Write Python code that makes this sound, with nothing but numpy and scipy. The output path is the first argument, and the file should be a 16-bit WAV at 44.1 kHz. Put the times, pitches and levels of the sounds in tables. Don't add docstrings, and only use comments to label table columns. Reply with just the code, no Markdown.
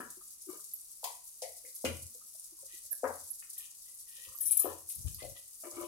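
import sys
import numpy as np
from scipy import signal
from scipy.fft import rfft, irfft
from scipy.io import wavfile

SR = 44100
rng = np.random.default_rng(int(sys.argv[2]) if len(sys.argv) > 2 else 0)


def inscribe(sig):
    pcm = np.round(np.clip(np.atleast_2d(sig).T, -1, 1) * 32767)
    wavfile.write(sys.argv[1], SR, pcm.astype(np.int16))


N = 258867
TIME = np.arange(N) / SR
EVENT_TIME = TIME[:SR * 2 // 5]

# start_s, rub_db, length_s, whine_hz, slosh_db
STROKES = [(2.673, -66, 0.11, 1964, -91), (3.56, -64, 0.1, 1882, -83.5), (3.855, -70, 0.043, 1960, -88),
           (4.062, -68, 0.1, 1900, -94), (4.154, -63, 0.11, 1870, -82), (4.242, -74, 0.098, 1893, -71.5),
           (4.39, -68.5, 0.14, 1842, -87.5), (4.495, -66.5, 0.11, 2320, -85),
           (4.601, -61, 0.12, 1760, -64.5), (5.063, -59.5, 0.023, 1695, -63.5),
           (5.182, -56.5, 0.037, 2014, -61), (5.349, -59.5, 0.023, 1974, -72),
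           (5.73, -67.5, 0.18, 2220, -71)]
STROKE_RISE_S = 0.015
# start_s, level_db, length_s, favoured_hz
DRAGS = [(0.482, -62.5, 0.083, 1390), (5.632, -47.5, 0.039, 605), (5.712, -55, 0.053, 680),
         (5.765, -38.5, 0.016, 360), (5.765, -52, 0.073, 1120), (5.806, -43.5, 0.033, 590)]


def from_db(db):
    return 10 ** (np.asarray(db) / 20)


def rms_one(x):
    return x / np.sqrt(np.mean(x ** 2) + 1e-20)


def at_hz(points, hz):
    freqs, values = np.transpose(points)
    return np.interp(np.log(hz + 1e-9), np.log(freqs), values)


def coloured(x, spectrum):
    gain = from_db(at_hz(spectrum, np.fft.rfftfreq(N, 1 / SR)))
    return rms_one(irfft(rfft(x) * gain, N))


def band(x, low_hz, high_hz, order=2):
    top = min(max(high_hz, low_hz * 1.1), SR * .45)
    sos = signal.butter(order, [low_hz, top], "band", fs=SR, output="sos")
    return signal.sosfilt(sos, x + 1e-18)


def resonate(x, modes):
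    out = 0
    for k, (hz, width, db) in enumerate(modes):
        radius = np.exp(-np.pi * width / SR)
        poles = [1, -2 * radius * np.cos(2 * np.pi * hz / SR), radius * radius]
        gain = (-1) ** k * from_db(db) * (1 - radius * radius) / 2
        out = out + gain * signal.lfilter([1, 0, -1], poles, x + 1e-18)
    return out


def panned(x, pan_db):
    return x * from_db(np.array([[pan_db], [-pan_db]]) / 2)


def add(track, start_s, x, db, length):
    start = max(round(start_s * SR), 0)
    energy = np.mean(np.sum(x ** 2, axis=-1))
    gain = from_db(db) * np.sqrt(length * SR / energy)
    track[..., start:start + x.shape[-1]] += gain * x[..., :N - start]


def ports(likeness):
    shared = rng.standard_normal(len(EVENT_TIME))
    own = rng.standard_normal((2, len(EVENT_TIME)))
    share = np.clip(likeness, 0, 1)
    return np.sqrt(share) * shared + np.sqrt(1 - share) * own


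def stroke(length, rise, fall):
    return (1 - np.exp(-EVENT_TIME / rise)) * np.exp(-np.maximum(EVENT_TIME - length, 0) / fall)


def pushes(rows, rise, fall):
    gain = np.zeros(N + len(EVENT_TIME))
    for start_s, db, length in rows:
        start = round(start_s * SR)
        gain[start:start + len(EVENT_TIME)] += from_db(db) * stroke(length, rise, fall)
    return gain[:N]


def waver(rate_hz):
    low_pass = signal.butter(2, rate_hz, fs=SR, output="sos")
    settled = signal.sosfilt(low_pass, rng.standard_normal(N + SR))[SR:]
    return rms_one(settled)


def grains(per_s, spread_db, low_hz, high_hz, cycles, scatter_db, count=16):
    out = np.zeros((2, N))
    for hz in np.geomspace(low_hz, high_hz, count):
        at = np.flatnonzero(rng.random(N) < per_s / count / SR)
        size = from_db(spread_db * np.minimum(rng.exponential(1, len(at)), 2.7))
        size = size * rng.choice([-1, 1], len(at))
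        side_db = scatter_db * rng.standard_normal(len(at)) / 2
        lead = rng.integers(0, 9, len(at))
        clicks = np.zeros((2, N))
        clicks[0, at] = size * from_db(side_db)
        clicks[1, (at - lead) % N] = size * from_db(-side_db)
        out += resonate(clicks, [(hz, hz / cycles, 0)]) / np.sqrt(hz)
    return rms_one(out)


def kitchen(x, wet_db, build_s=0.00024):
    # frequency_hz, t60_s
    decay = [(80, 0.82), (250, 0.23), (600, 0.29), (1000, 0.33), (1500, 0.36), (4000, 0.37), (12000, 0.26)]
    tail, edges = 0, np.geomspace(45, 18000, 10)
    for low, high in zip(edges, edges[1:]):
        noise = band(ports(likeness=1 / (1 + (low / 600) ** 2)), low, high)
        t60_s = at_hz(decay, np.sqrt(low * high))
        tail = tail + noise * from_db(-60 * EVENT_TIME / t60_s)
    tail = tail * (1 - np.exp(-EVENT_TIME / build_s))
    tail = tail / np.sqrt(np.sum(tail ** 2) / 2)
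    return x + from_db(wet_db) * signal.fftconvolve(x, tail, axes=-1)[:, :N]


def friction(rows, modes, octaves, grit_db, likeness, rise, fall, skirt_hz, judder_db):
    out = np.zeros((2, N))
    for start_s, db, length, hz in rows:
        unevenness = rms_one(band(rng.standard_normal(len(EVENT_TIME)), 100, 500))
        force = ports(likeness) * from_db(judder_db * unevenness) * stroke(length, rise, fall)
        ringing = 0
        for mode_hz, width, gain_db in modes:
            fed_db = gain_db - 10 * np.log10(1 + (np.log2(mode_hz / hz) / octaves) ** 2)
            narrow = resonate(force, [(mode_hz, width, fed_db)])
            ringing = ringing + resonate(narrow, [(mode_hz, skirt_hz, 0)])
        grit = band(force, hz / 2 ** (1 / 4), hz * 2 ** (1 / 4), order=4)
        add(out, start_s, ringing + from_db(grit_db) * grit, db, length)
    return out


def sizzle(flare_db=3.0, flare_per_s=26, steady_db=-50):
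    # frequency_hz, relative_db_per_hz
    colour = [(1500, -53.5), (2500, -43), (3400, -21.5), (4500, -11.5), (6200, -4), (8000, -0.5), (9700, 5),
              (12000, 2), (15000, -4), (16200, -8.5)]
    crackle = grains(per_s=3600, spread_db=4.5, low_hz=3000, high_hz=16000, cycles=4.0, scatter_db=4.0)
    flurries = from_db(flare_db * waver(flare_per_s))
    crackle = coloured(kitchen(crackle * flurries, wet_db=-1.5), colour)
    bared = pushes([row[:3] for row in STROKES], STROKE_RISE_S, fall=0.0097)
    jolted = pushes([(start_s, 0, length) for start_s, _, length, _ in DRAGS], STROKE_RISE_S, fall=0.019)
    vigour = 1 + from_db(-10.5) * bared / bared.max() + from_db(-17) * jolted / jolted.max()
    return panned(crackle * from_db(steady_db) * vigour, pan_db=2.5)


def background(air_db=-75.5):
    # frequency_hz, relative_db_per_hz
    air_colour = [(15, -22), (25, 7), (152, -8), (494, -11.5), (695, -16.5), (1190, -9.5), (1580, -17),
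                  (3000, -12), (3900, -47.5), (6600, -120)]
    # start_s, level_db, length_s
    puffs = [(2.59, -80, 0.056), (2.83, -79.5, 0.027), (4.27, -70, 0.032), (4.96, -58.5, 0.065),
             (5.045, -41.5, 0.015), (5.09, -61, 0.092), (5.22, -58.5, 0.093), (5.73, -74.5, 0.21)]
    air = from_db(air_db) * coloured(rng.standard_normal((2, N)), air_colour)
    turbulence = rng.standard_normal(N) + 0.44 * rng.standard_normal((2, N))
    draught = rms_one(band(turbulence, 52, 112.5))
    return air + panned(draught * pushes(puffs, rise=0.0058, fall=0.023), pan_db=20.0)


def knocks(chatter_s=0.0075, first_db=24, broad_db=-8.0, softness_hz=2400, boom_decay_s=0.2, boom_hold_s=0.22):
    # start_s, level_db, low_hz, high_hz, ringing_db, hob_boom_db, left_right_db
    blows = [(0.001, -47.5, 202, 614, -18, -22.5, 5.5), (0.004, -45.5, 1060, 1740, -6, -34, 6),
             (1.032, -50, 451, 930, -11, -38, 6), (1.043, -43.5, 640, 1130, -7, -36, 7),
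             (1.071, -47.5, 800, 1015, -16, -37, 8), (1.422, -42.5, 487, 722, -15, -31.5, 9.5),
             (1.445, -47.5, 560, 740, -15.5, -30, 7), (1.842, -33, 368, 644, -3, -39.5, 7),
             (1.842, -36, 205, 367, -9, -1.5, 3.5), (1.852, -45, 615, 1490, -20, -34, 7),
             (3.033, -31, 447, 710, -4.5, -23.5, 6.5), (3.035, -44, 240, 376, -13, -30, 6),
             (3.042, -36, 523, 1520, -2, -34, 9), (3.053, -40, 518, 1800, 0, -34, 4),
             (3.094, -43, 520, 1195, -4.5, -34, 8), (4.644, -36, 317, 647, -5, -16.5, 9.5),
             (4.656, -40.5, 496, 1210, 0, -46, 4), (4.664, -43.5, 450, 1300, 0, -34, 8),
             (4.702, -48.5, 450, 1050, -3.5, -34, 3), (5.221, -49, 290, 690, -7.5, -16, 9),
             (5.238, -45, 532, 758, -2.5, -17, 4.5)]
    # frequency_hz, width_hz, gain_db
    pot = [(234, 160, 0), (323.7, 4.9, 9), (506, 160, -4.5), (553, 12, 8.5), (985, 22, 1), (1346, 30, -12),
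           (1960, 33, -7.5)]
    # frequency_hz, gain_db
    hob_modes = [(83, 1), (89.2, -2.5), (124, -8.5)]
    out, hob = np.zeros((2, 2, N))
    cushion = signal.butter(4, softness_hz, fs=SR, output="sos")
    boom = 0
    for k, (hz, db) in enumerate(hob_modes):
        boom = boom + (-1) ** k * from_db(db) * np.sin(2 * np.pi * hz * EVENT_TIME)
    boom = boom * np.exp(-EVENT_TIME / boom_decay_s) * stroke(boom_hold_s, rise=0.011, fall=0.015)
    first = from_db(first_db) * signal.unit_impulse(len(EVENT_TIME))
    for start_s, db, low_hz, high_hz, ring_db, boom_db, pan_db in blows:
        chatter = ports(likeness=0.57) * np.exp(-EVENT_TIME / chatter_s)
        blow = signal.sosfilt(cushion, first + chatter)
        body = from_db(ring_db) * resonate(blow, pot) + from_db(broad_db) * blow
        thud = band(body, low_hz, high_hz, order=3)
        add(out, start_s, panned(thud, pan_db), db, length=0.015)
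        add(hob, start_s, panned(boom, pan_db=9.5), db + boom_db, length=0.02)
    return kitchen(out, wet_db=0.5, build_s=0.0036) + hob


def taps(broad_db=-4.0):
    # start_s, level_db, low_hz, high_hz, chatter_s
    contacts = [(0.002, -61, 2410, 3300, 0.0098), (1.041, -34, 3220, 15200, 0.0073),
                (1.048, -53, 1880, 2600, 0.015), (1.419, -39, 4000, 10800, 0.0095),
                (1.424, -46.5, 2340, 11400, 0.0088), (1.436, -52.5, 1844, 2240, 0.01),
                (1.648, -57.5, 1830, 2480, 0.015), (1.849, -34.5, 2000, 3120, 0.016),
                (1.848, -35.5, 3450, 12100, 0.0082), (3.423, -56.5, 1160, 3020, 0.0052),
                (3.58, -41, 8600, 13700, 0.006), (4.9, -49, 2660, 11200, 0.003),
                (5.147, -53, 4310, 5640, 0.0015), (5.204, -55, 1510, 6070, 0.004),
                (5.226, -52.5, 2400, 5500, 0.0036), (5.642, -57, 1515, 2560, 0.011)]
    # frequency_hz, width_hz, gain_db
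    utensil = [(1974, 31, -4), (2390, 230, 2), (2540, 64, -1), (2815, 100, 1), (4947, 37, 1.5),
               (6560, 57, 6), (9170, 48, -2), (9800, 91, 8.5)]
    out = np.zeros((2, N))
    for start_s, db, low_hz, high_hz, chatter_s in contacts:
        blow = ports(likeness=0.17) * np.exp(-EVENT_TIME / chatter_s)
        ringing = resonate(blow, utensil) + from_db(broad_db) * blow
        add(out, start_s, band(ringing, low_hz, high_hz, order=3), db, length=0.0061)
    return panned(kitchen(out, wet_db=0.0), pan_db=4.5)


def plops(swell_s=0.005, open_s=0.009, fall_s=0.008, wobble=0.049, smack_db=-15.0):
    # start_s, level_db, pitch_hz
    bubbles = [(0.168, -64, 370), (0.207, -65, 1235), (0.468, -57.5, 359), (0.486, -46.5, 348),
               (0.495, -59, 1165), (0.528, -54, 438), (0.551, -63, 346), (0.569, -68, 449),
               (0.579, -72, 616), (0.588, -66, 1216), (1.639, -62.5, 490), (1.675, -65.5, 508),
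               (2.147, -64, 506), (2.21, -68.5, 1245), (2.345, -70, 653), (2.519, -69.5, 342),
               (2.584, -75.5, 1030), (2.627, -61, 539), (2.732, -73, 347), (2.843, -79, 586),
               (2.916, -66, 615), (2.922, -58.5, 1666), (4.18, -76, 510), (4.309, -71, 534),
               (4.343, -62.5, 1165)]
    out = np.zeros((2, N))
    for start_s, db, hz in bubbles:
        unsteady = rms_one(band(rng.standard_normal(len(EVENT_TIME)), 15, 120))
        pitch_hz = hz * (1 + wobble * unsteady)
        tone = np.sin(2 * np.pi * np.cumsum(pitch_hz) / SR)
        smack = rms_one(band(ports(likeness=0.8), hz * 0.6, hz * 1.25))
        plop = (tone + from_db(smack_db) * smack) * stroke(open_s, swell_s, fall_s)
        add(out, start_s, panned(plop, pan_db=10.0), db, length=0.025)
    return kitchen(out, wet_db=-5.5)


def groan():
    # frequency_hz, width_hz, gain_db
    base = [(339, 15.6, 7.5), (545, 58, -8.5), (595, 16, -2.5), (1000.4, 8.1, -2), (1204, 160, -7.5),
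            (1635, 26, -20), (2246, 71, -9.5), (2920, 42, -9.5)]
    judder = friction(DRAGS, base, octaves=.4, grit_db=-29.0, likeness=.7,
                      rise=.0015, fall=.012, skirt_hz=200, judder_db=1.5)
    return panned(kitchen(judder, wet_db=-12.0), pan_db=8.0)


def spits(width_hz=450, hiss_db=-26.5):
    # start_s, level_db, length_s, pitch_hz
    jets = [(0.734, -39, 0.0082, 11820), (1.746, -48.5, 0.018, 11700), (2.906, -38, 0.015, 12230),
            (2.921, -32, 0.0083, 11200), (3.302, -38, 0.011, 11230), (3.314, -38.5, 0.0037, 11000),
            (4.351, -46.5, 0.011, 11800)]
    out = np.zeros((2, N))
    for start_s, db, length, hz in jets:
        jet = ports(likeness=0.58) * stroke(length, rise=0.0022, fall=0.0033)
        whistle = resonate(resonate(jet, [(hz, width_hz, 0)]), [(hz, 2 * width_hz, 0)])
        hiss = from_db(hiss_db) * band(jet, 8640, 11000)
        add(out, start_s, whistle + hiss, db, length)
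    return panned(kitchen(out, wet_db=-8.5), pan_db=-9.0)


def pops(snap_s=0.00079, spread=1.07, trim_db=-5):
    # start_s, relative_db (before the trim), pitch_hz, left_right_db
    bursts = [(0.7369, -28, 11300, -0.5), (1.8126, -37, 9550, 6), (2.3972, -33.5, 9520, 8),
              (3.1687, -46, 11200, 5.5), (3.3039, -38, 11400, -6.5), (3.582, -31, 11600, -3),
              (3.8234, -43, 11500, -4), (4.387, -29.5, 13600, 11.5), (4.89, -29.5, 11100, 2),
              (5.0626, -37.5, 9830, 8), (5.1457, -31, 11600, 1.5), (5.1925, -34, 9400, 2.0)]
    out = np.zeros((2, N))
    for start_s, db, hz, pan_db in bursts:
        noise = ports(likeness=0.32) * np.exp(-EVENT_TIME / snap_s)
        snap = band(noise, hz / spread, hz * spread)
        add(out, start_s, panned(snap, pan_db), db + trim_db, length=0.0014)
    return kitchen(out, wet_db=-2.0)


def squelch(whine_db=-5.0, wander=0.016, fall_s=0.0065):
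    # frequency_hz, width_hz, gain_db
    rub_modes = [(1228, 75, -12), (1900, 25, -5.5), (2444, 110, 1), (2890, 270, 3), (3800, 920, -1),
                 (5760, 480, -6)]
    # frequency_hz, width_hz, gain_db
    hollows = [(331, 55, -10.5), (535, 75, -7), (1000, 67, -1), (1220, 78, 4)]
    start_s, rub_db, length, whine_hz, slosh_db = np.transpose(STROKES)
    grit = grains(per_s=700, spread_db=4.5, low_hz=1400, high_hz=5500, cycles=3, scatter_db=8, count=8)
    pockets = grains(per_s=730, spread_db=6.0, low_hz=353, high_hz=1286, cycles=14.0, scatter_db=9.0, count=8)
    latest = np.maximum(np.searchsorted(start_s, TIME) - 1, 0)
    pitch_hz = whine_hz[latest] * (1 + wander * waver(24))
    whine = waver(40) * np.sin(2 * np.pi * np.cumsum(pitch_hz) / SR)
    rub = rms_one(resonate(grit, rub_modes)) + from_db(whine_db) * rms_one(whine)
    rub = rub * pushes(zip(start_s, rub_db, length), STROKE_RISE_S, fall_s)
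    slosh = rms_one(resonate(pockets, hollows))
    slosh = slosh * pushes(zip(start_s, slosh_db, length), STROKE_RISE_S, fall_s)
    return panned(kitchen(rub + slosh, wet_db=-2.0), pan_db=6.0)


def squeal(ring_octaves=0.07, uneven_db=2.5, wander_hz=14, flutter_db=1.5, width_hz=58):
    # start_s, scrape_db, length_s, scrape_hz, ringing_db, ringing_decay_s, ringing_hz
    slips = [(4.405, -35.5, 0.0084, 13560, -34, 0.02, 13400),
             (4.409, -44.5, 0.042, 9200, -31, 0.044, 10350), (4.454, -32.5, 0.027, 10250, -32, 0.04, 13400),
             (4.456, -52, 0.023, 8800, -45.5, 0.021, 5927), (4.508, -32, 0.011, 10900, -22.5, 0.022, 10820),
             (4.509, -46, 0.018, 13200, -30, 0.035, 12900), (4.511, -58, 0.017, 4400, -36, 0.036, 8200),
             (4.570, -36, 0.0036, 13400, -26, 0.0073, 13500),
             (4.5705, -33, 0.0059, 9200, -26.5, 0.0051, 11000),
             (4.592, -23, 0.009, 11800, -25.5, 0.041, 11800), (4.594, -52, 0.0256, 7000, -37, 0.058, 14750),
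             (4.593, -51, 0.008, 5200, -50, 0.028, 5200), (4.891, -42, 0.029, 10340, -42, 0.03, 13700),
             (4.947, -41, 0.0063, 12500, -57, 0.027, 13500)]
    # frequency_hz, relative_db
    metal = [(3945, -58), (5200, -58), (5927, -54), (7075, -59), (8220, -46), (9216, -60), (9453, -54),
             (9631, -55), (9890, -56), (10180, -51), (10318, -53), (10454, -45), (10809, -51), (10844, -44),
             (10975, -56), (12005, -44), (12150, -52), (13006, -51), (13426, -50), (13598, -49),
             (14018, -62), (14298, -66), (14750, -53)]
    hz, mode_db = np.transpose(metal)
    modes = list(zip(hz, np.full(len(hz), width_hz), 0.79 * (mode_db - mode_db.max())))
    skid = friction([row[:4] for row in slips], modes, octaves=.14, grit_db=-27.0, likeness=.3,
                    rise=.0004, fall=.002, skirt_hz=900, judder_db=6)
    ringing = np.zeros((2, N))
    for start_s, _, _, _, db, decay_s, ring_hz in slips:
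        uneven = uneven_db * rng.standard_normal((2, len(hz)))
        nearness = 1 / (1 + (np.log2(hz / ring_hz) / ring_octaves) ** 2)
        fed = from_db(mode_db + uneven) * nearness
        pressure = rms_one(band(rng.standard_normal((len(hz), len(EVENT_TIME))), 30, 220))
        turns = np.cumsum(hz[:, None] + wander_hz * pressure, axis=1) / SR + rng.random((len(hz), 1))
        swings = from_db(flutter_db * pressure) * np.sin(2 * np.pi * turns)
        ring = fed @ swings * stroke(0, rise=0.00084, fall=decay_s)
        add(ringing, start_s, ring, db, length=0.0081)
    return panned(kitchen(skid, wet_db=-4.0) + kitchen(ringing, wet_db=-13.0), pan_db=10.0)


def off_centre(x, lag_s=0.00011):
    return np.stack([np.roll(x[0], round(lag_s * SR)), x[1]])


def scene():
    steady = sizzle() + background()
    handling = off_centre(knocks() + taps() + groan() + spits() + squelch() + squeal())
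    return steady + handling + plops() + pops()


def record(dry, cutoff_hz=15950):
    low_pass = signal.ellip(10, .1, 80, cutoff_hz, fs=SR, output="sos")
    return signal.sosfilt(low_pass, dry)


dry = scene()
out = record(dry)
inscribe(out)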